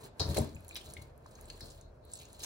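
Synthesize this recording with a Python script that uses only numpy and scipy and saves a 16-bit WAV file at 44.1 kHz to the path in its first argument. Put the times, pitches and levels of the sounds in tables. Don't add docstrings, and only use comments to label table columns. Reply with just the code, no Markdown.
import sys
import numpy as np
from scipy import signal
from scipy.fft import rfft, irfft
from scipy.io import wavfile
from scipy.ndimage import uniform_filter1d

SR = 44100
rng = np.random.default_rng(int(sys.argv[2]) if len(sys.argv) > 2 else 0)


def log_audio(samples):
    frames = np.atleast_2d(samples).T
    limited = np.clip(frames, -1, 1)
    pcm = np.round(limited * 32767).astype(np.int16)
    wavfile.write(sys.argv[1], SR, pcm)


N = 108045
T = np.arange(N) / SR

# start_s, boom_db, thud_db, thud_centre_hz, thud_t60_s, damping_t60_s
IMPACTS = [(.199, -29, -31, 565, 0.24, 0.37), (0.245, -31.5, -80, 424, 0.084, 0.51),
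           (0.28, -26, -39.5, 443, 0.22, 0.3), (0.296, -24, -39, 145, 0.2, 0.14),
           (0.362, -31, -26, 440, 0.065, 0.44), (.378, -49, -19.5, 270, 0.066, 0.35),
           (.391, -26, -33.5, 214, 0.08, 0.43), (.54, -42.5, -61, 243, 0.046, 0.7),
           (0.873, -53.5, -47, 467, 0.16, 0.78), (0.973, -48, -58, 348, 0.061, 0.61),
           (1.003, -48.5, -72, 159, 0.071, 0.94), (1.615, -46.5, -49.5, 450, 0.48, 1)]


def amp(db):
    return 10 ** (np.asarray(db) / 20)


def unit(x):
    return x / np.sqrt(np.mean(x ** 2) + 1e-20)


def read(points, hz):
    frequency_hz, value = np.transpose(points)
    return np.interp(np.log(hz + 1), np.log(frequency_hz + 1), value)


def add(mix, start_s, sound):
    part = mix[..., max(round(start_s * SR), 0):][..., :sound.shape[-1]]
    part += sound[..., :part.shape[-1]]


def colour(x, points):
    hz = np.fft.rfftfreq(x.shape[-1], 1 / SR)
    return irfft(rfft(x) * amp(read(points, hz)), x.shape[-1])


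def pair_noise(size):
    # frequency_hz, coherence
    likeness = [(60, 1), (130, 0.91), (290, 0.78), (640, 0.22), (1400, 0.048), (15000, .05)]
    coherence = np.clip(read(likeness, np.fft.rfftfreq(size, 1 / SR)), 0, 1)
    left, independent = rfft(rng.standard_normal((2, size)))
    right = coherence * left + np.sqrt(1 - coherence ** 2) * independent
    return irfft(np.array([left, right]), size)


def arrive(x, left_lag_s=0.000185):
    delay = np.exp(-2j * np.pi * np.fft.rfftfreq(N, 1 / SR) * left_lag_s)
    return np.array([irfft(rfft(x) * delay, N), x])


def burst(centre_hz, width_octaves, rise_s, t60_s, skirt_db, size=16384):
    t = T[:size]
    octaves = np.log2((np.fft.rfftfreq(size, 1 / SR) + 1) / centre_hz)
    band = np.exp(-0.5 * (octaves / width_octaves) ** 2) + amp(skirt_db) / (1 + octaves ** 4)
    envelope = np.minimum(t / rise_s, 1) * amp(-60 * np.maximum(t - rise_s, 0) / t60_s)
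    rush = irfft(rfft(pair_noise(size)) * band) * envelope
    return rush * np.linalg.norm(envelope) / np.linalg.norm(rush, axis=1, keepdims=True)


def stick_slip(spread_db, span_samples):
    flutter = unit(uniform_filter1d(rng.standard_normal(N), size=span_samples))
    return unit(amp(spread_db * flutter))


def background(drone_hz=37.7, drone_start_s=1.35, drone_end_s=2.04, fade_s=0.083):
    # frequency_hz, density_db
    murmur_spectrum = [(20, -69), (40, 8.5), (55, -1.5), (75, 9.5), (100, 2), (125, 2), (180, -9.5),
                       (330, -11.5), (660, -4.5), (850, -20), (1500, -21.5), (2300, -57), (3500, -60.5),
                       (4200, -45.5), (5000, -38.5), (10000, -55), (16000, -90)]
    murmur = amp(-54) * unit(colour(pair_noise(N), murmur_spectrum))
    swell = np.clip(np.minimum(T - drone_start_s, drone_end_s - T) / fade_s, 0, 1)
    drone = amp(-56.5) * swell * unit(np.sin(2 * np.pi * drone_hz * T))
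    return murmur + drone


def kitchen(x, wall_db, pan_db, size=22050):
    # frequency_hz, t60_s
    decay_times = [(100, 0.57), (500, 0.23), (2100, 0.26), (4200, 0.41), (9000, 0.13), (16000, 0.024)]
    t = T[:size]
    hz, frame_s, spectra = signal.stft(pair_noise(size), SR, nperseg=256)
    decay = amp(-60 * frame_s / read(decay_times, hz)[:, None])
    tail = signal.istft(spectra * decay, SR, nperseg=256)[1][:, :size]
    tail *= np.minimum(t / 0.0049, 1)
    early = pair_noise(size) * np.exp(-t / 0.0027) * (t > 0.001)
    response = (amp(wall_db) * unit(tail) + amp(pan_db) * unit(early)) / np.sqrt(size)
    return x + signal.fftconvolve(x, response, axes=1)[:, :N]


def slides(centre_hz=4050, width_octaves=0.13):
    # start_s, length_s, level_db
    drags = [(0.679, 0.15, -59), (1.769, 0.15, -69.5), (2.013, .15, -67.5)]
    octaves = np.log2((np.fft.rfftfreq(N, 1 / SR) + 1) / centre_hz)
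    singing = unit(irfft(rfft(pair_noise(N)) / (1 + (octaves / width_octaves) ** 4), N))
    pressure = sum(amp(level_db) * np.sin(np.pi * np.clip((T - start_s) / length_s, 0, 1))
                   for start_s, length_s, level_db in drags)
    return singing * pressure * stick_slip(spread_db=2.5, span_samples=300)


def pan_zing(drive, t60_s=0.075):
    # pitch_hz, level_db
    high_modes = [(3650, -18), (3850, 0.5), (4064, -4), (4251, 2.5), (4371, 0), (4720, -2), (4904, -3.5),
                  (5179, -4)]
    t = T[:SR // 2]
    ring = sum(amp(level_db - 60 * t / t60_s) * np.sin(2 * np.pi * (pitch_hz * t + rng.random((2, 1))))
               for pitch_hz, level_db in high_modes)
    return signal.fftconvolve(drive, ring / np.linalg.norm(ring[0]), axes=1)[:, :N]


def squish(grains_per_s=2200, pitch_count=28, decay_cycles=1.33):
    # time_s, crackle_db, rub_db
    rubbing = [(0, -60.5, -58), (0.063, -53, -51.5), (0.121, -104, -67), (0.192, -61, -57.5),
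               (.22, -52, -53.5), (.42, -50, -46), (0.519, -65.5, -60.5), (.64, -67.5, -62),
               (.72, -62, -59), (.89, -56, -58), (1.03, -65.5, -60.5), (1.14, -86, -65.5),
               (1.32, -64, -63.5), (1.39, -63, -59), (1.579, -59.5, -60), (1.68, -54.5, -63.5),
               (1.8, -66.5, -64.5), (1.88, -85, -68), (2.01, -86, -69.5), (2.1, -64, -63.5),
               (2.17, -51.5, -64), (2.28, -66, -62.5), (2.38, -58.5, -62.5), (2.45, -46.5, -53)]
    # frequency_hz, gain_db
    crackle_colour = [(900, -44), (1800, -15), (3200, -2.5), (4200, 3), (5500, -7), (8000, 2.5),
                      (11000, -7.5), (16000, 2)]
    # frequency_hz, density_db
    rub_spectrum = [(60, -10), (150, 1), (350, 6.5), (650, -1.5), (900, 1), (1400, -6), (2200, -10),
                    (5000, -27.5)]
    time_s, crackle_db, rub_db = np.transpose(rubbing)
    t, grains = T[:256], np.zeros(N)
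    strengths = amp(-np.minimum(rng.exponential(1, N), 4.5))
    impulses = strengths * (rng.random(N) < grains_per_s / SR)
    pitch_index = rng.integers(0, pitch_count, N)
    for k, pitch_hz in enumerate(np.linspace(1200, 15500, pitch_count)):
        grain = np.exp(-t * pitch_hz / decay_cycles) * np.sin(2 * np.pi * (pitch_hz * t + rng.random()))
        grains += signal.oaconvolve(impulses * (pitch_index == k), unit(grain))[:N]
    crackle = unit(arrive(colour(grains, crackle_colour))) * stick_slip(spread_db=3, span_samples=400)
    rub = unit(colour(pair_noise(N), rub_spectrum))
    return crackle * amp(np.interp(T, time_s, crackle_db)) + rub * amp(np.interp(T, time_s, rub_db))


def bubbles(rise_s=0.0004, climb_per_t60=0.04):
    # start_s, level_db, pitch_hz, t60_s
    pings = [(0.38, -22.5, 7430, 0.0095), (.382, -30, 4050, .014), (0.548, -36, 7150, 0.0072),
             (0.565, -42, 2480, 0.016), (.7095, -38.5, 2405, 0.023), (0.71, -42, 7300, .01),
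             (.811, -43, 3150, .022), (1.26, -36, 1120, 0.0073), (1.3539, -41.5, 6400, 0.011),
             (1.4555, -35.5, 7900, 0.0054), (1.501, -36.5, 4265, 0.02), (2.135, -29.5, 7700, 0.017),
             (2.19, -39, 6470, 0.011), (2.4377, -27.5, 6250, 0.019)]
    t, out = T[:4096], np.zeros(N)
    for start_s, level_db, pitch_hz, t60_s in pings:
        envelope = np.minimum(t / rise_s, 1) * amp(level_db - 60 * t / t60_s)
        cycles = pitch_hz * t * (1 + 0.5 * climb_per_t60 * t / t60_s)
        add(out, start_s, envelope * np.sin(2 * np.pi * cycles))
    return arrive(out)


def pops():
    # start_s, level_db, pitch_hz, glide_hz_per_s, rise_s, t60_s
    pockets = [(.3775, -20.5, 290, 20000, .003, .032), (.9655, -37, 2120, 7000, .003, .023)]
    t, out = T[:4096], np.zeros((2, N))
    for start_s, level_db, pitch_hz, glide_hz_per_s, rise_s, t60_s in pockets:
        envelope = np.minimum(t / rise_s, 1) ** 2 * amp(level_db - 60 * np.maximum(t - rise_s, 0) / t60_s)
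        cycles = pitch_hz * t + 0.5 * glide_hz_per_s * t ** 2
        add(out, start_s, envelope * np.sin(2 * np.pi * cycles))
    return out


def snaps():
    # start_s, level_db, centre_hz, width_octaves
    films = [(0.3863, -23, 8700, .3), (0.4166, -34.5, 10900, 1.2), (.446, -42, 12000, .4),
             (0.556, -45, 12900, 0.53), (0.6067, -48.5, 12100, .6), (0.6472, -42.5, 13400, 1.44),
             (.6812, -38, 9800, 0.27), (0.691, -37.5, 9000, 0.42), (0.7464, -35, 13200, 0.19),
             (.7557, -31.5, 3860, 0.86), (.844, -47, 9000, 1.1), (.8612, -42, 10900, 2.8),
             (0.901, -44, 5970, 1), (.9096, -42, 11000, 1.3), (.9227, -45, 13600, 0.62),
             (0.9373, -33.5, 8550, 0.32), (1.0211, -41.5, 13000, 1.8), (1.025, -40, 13000, 0.94),
             (1.178, -52.5, 10100, .4), (1.263, -50.5, 6000, .6), (1.4111, -40.5, 10200, 0.43),
             (1.501, -37.5, 6000, 0.44), (1.6073, -37, 5760, 0.85), (1.812, -45, 7300, 0.38),
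             (2.0513, -48, 14200, 0.57), (2.1174, -43, 7950, 0.66), (2.1365, -31.5, 7500, 0.24),
             (2.155, -37, 7200, 0.33), (2.254, -45, 6500, 0.28), (2.33, -41.5, 9000, 0.53)]
    out = np.zeros(N)
    for start_s, level_db, centre_hz, width_octaves in films:
        click = burst(centre_hz, width_octaves, rise_s=0.00015, t60_s=0.0055, skirt_db=-22, size=2048)[0]
        add(out, start_s, amp(level_db) * click)
    return arrive(out)


def smacks():
    # start_s, level_db, centre_hz, width_octaves, rise_s, t60_s
    contacts = [(0.194, -33.5, 4600, 0.31, 0.0057, 0.17), (0.1961, -34, 4200, 0.89, 0.0004, 0.061),
                (.1965, -34.5, 727, 0.17, 0.0007, 0.049), (.285, -51, 4300, .2, 0.0058, .19),
                (.286, -44.5, 11000, 2.5, 0.003, 0.19), (0.3439, -32.5, 4740, 6.6, 0.0029, 0.036),
                (0.358, -38, 3200, 1.7, 0.011, 0.11), (0.368, -32, 8400, 3.6, .00058, 0.052),
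                (.7558, -43, 2980, 0.42, 0.00028, 0.12), (0.764, -39, 3100, 2.1, 0.0005, 0.066),
                (0.966, -49, 2730, 0.38, .002, 0.031), (1.386, -48, 1580, 0.4, 0.00083, 0.013),
                (1.499, -47.5, 2400, 0.49, 0.0012, 0.035), (1.608, -53.5, 4520, 0.24, 0.0027, 0.27),
                (1.606, -47.5, 1730, 0.21, 0.00088, 0.019), (1.7, -52, 6840, 0.46, .002, 0.087),
                (2.2, -58, 2600, 0.27, 0.0036, 0.26), (2.401, -47, 4040, 0.48, 0.00091, 0.057),
                (2.431, -36.5, 5760, .94, 0.0036, 0.076), (2.427, -50.5, 1200, 1.3, 0.011, 0.14)]
    out = np.zeros((2, N))
    for start_s, level_db, centre_hz, width_octaves, rise_s, t60_s in contacts:
        add(out, start_s, amp(level_db) * burst(centre_hz, width_octaves, rise_s, t60_s, skirt_db=-44))
    return out * stick_slip(spread_db=3.5, span_samples=90)


def thuds():
    # frequency_hz, gain_db
    flesh_colour = [(40, -5), (100, -2.5), (620, -3), (780, -8.5), (1000, -7), (1600, -6.5), (4000, -20)]
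    out = np.zeros((2, N))
    for start_s, _, thud_db, centre_hz, t60_s, _ in IMPACTS:
        thud = burst(centre_hz, width_octaves=1, rise_s=0.003, t60_s=t60_s, skirt_db=-13.5)
        add(out, start_s, amp(thud_db) * thud)
    return colour(out, flesh_colour)


def pan_boom(rise_s=0.018):
    # pitch_hz, level_db, t60_s
    low_modes = [(81.8, 1.5, 0.6), (93.8, 6, 0.22), (139.7, -1.5, 0.46), (185.8, -8, 0.54),
                 (280, -14.5, 0.92), (327, -12.5, 0.33), (437.5, -17.5, 0.29), (572, -18, 0.55),
                 (665, -18.5, 0.7), (936, -22.5, 0.28)]
    t, out = T[:SR], np.zeros(N)
    ring = sum(amp(level_db - 60 * t / t60_s) * np.sin(2 * np.pi * pitch_hz * t)
               for pitch_hz, level_db, t60_s in low_modes)
    for start_s, boom_db, _, _, _, damping_t60_s in IMPACTS:
        envelope = np.minimum(t / rise_s, 1) * amp(boom_db - 60 * t / damping_t60_s)
        add(out, start_s, envelope * ring)
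    return np.array([out, out])


def scene():
    heavy = pan_boom() + kitchen(thuds(), wall_db=-6, pan_db=-26)
    contacts = snaps() + smacks()
    rubbing = squish()
    wet = kitchen(contacts + bubbles() + rubbing, wall_db=-10, pan_db=-8)
    metal = pan_zing(amp(-8) * contacts + amp(-17) * rubbing) + slides()
    popping = kitchen(pops(), wall_db=-9, pan_db=-11)
    return heavy * amp([[1.7], [-1.7]]) + (popping + metal) * amp([[1.2], [-1.2]]) + wet + background()


def record(dry, cutoff_hz=15950):
    # frequency_hz, gain_db
    response = [(20, -16), (40, -2), (11500, -2), (13000, -4.5), (16000, -5)]
    low_pass = signal.firwin(401, cutoff_hz, window=("kaiser", 8), fs=SR)
    return signal.oaconvolve(colour(dry, response), low_pass[None], "same")


dry = scene()
out = record(dry)
log_audio(out)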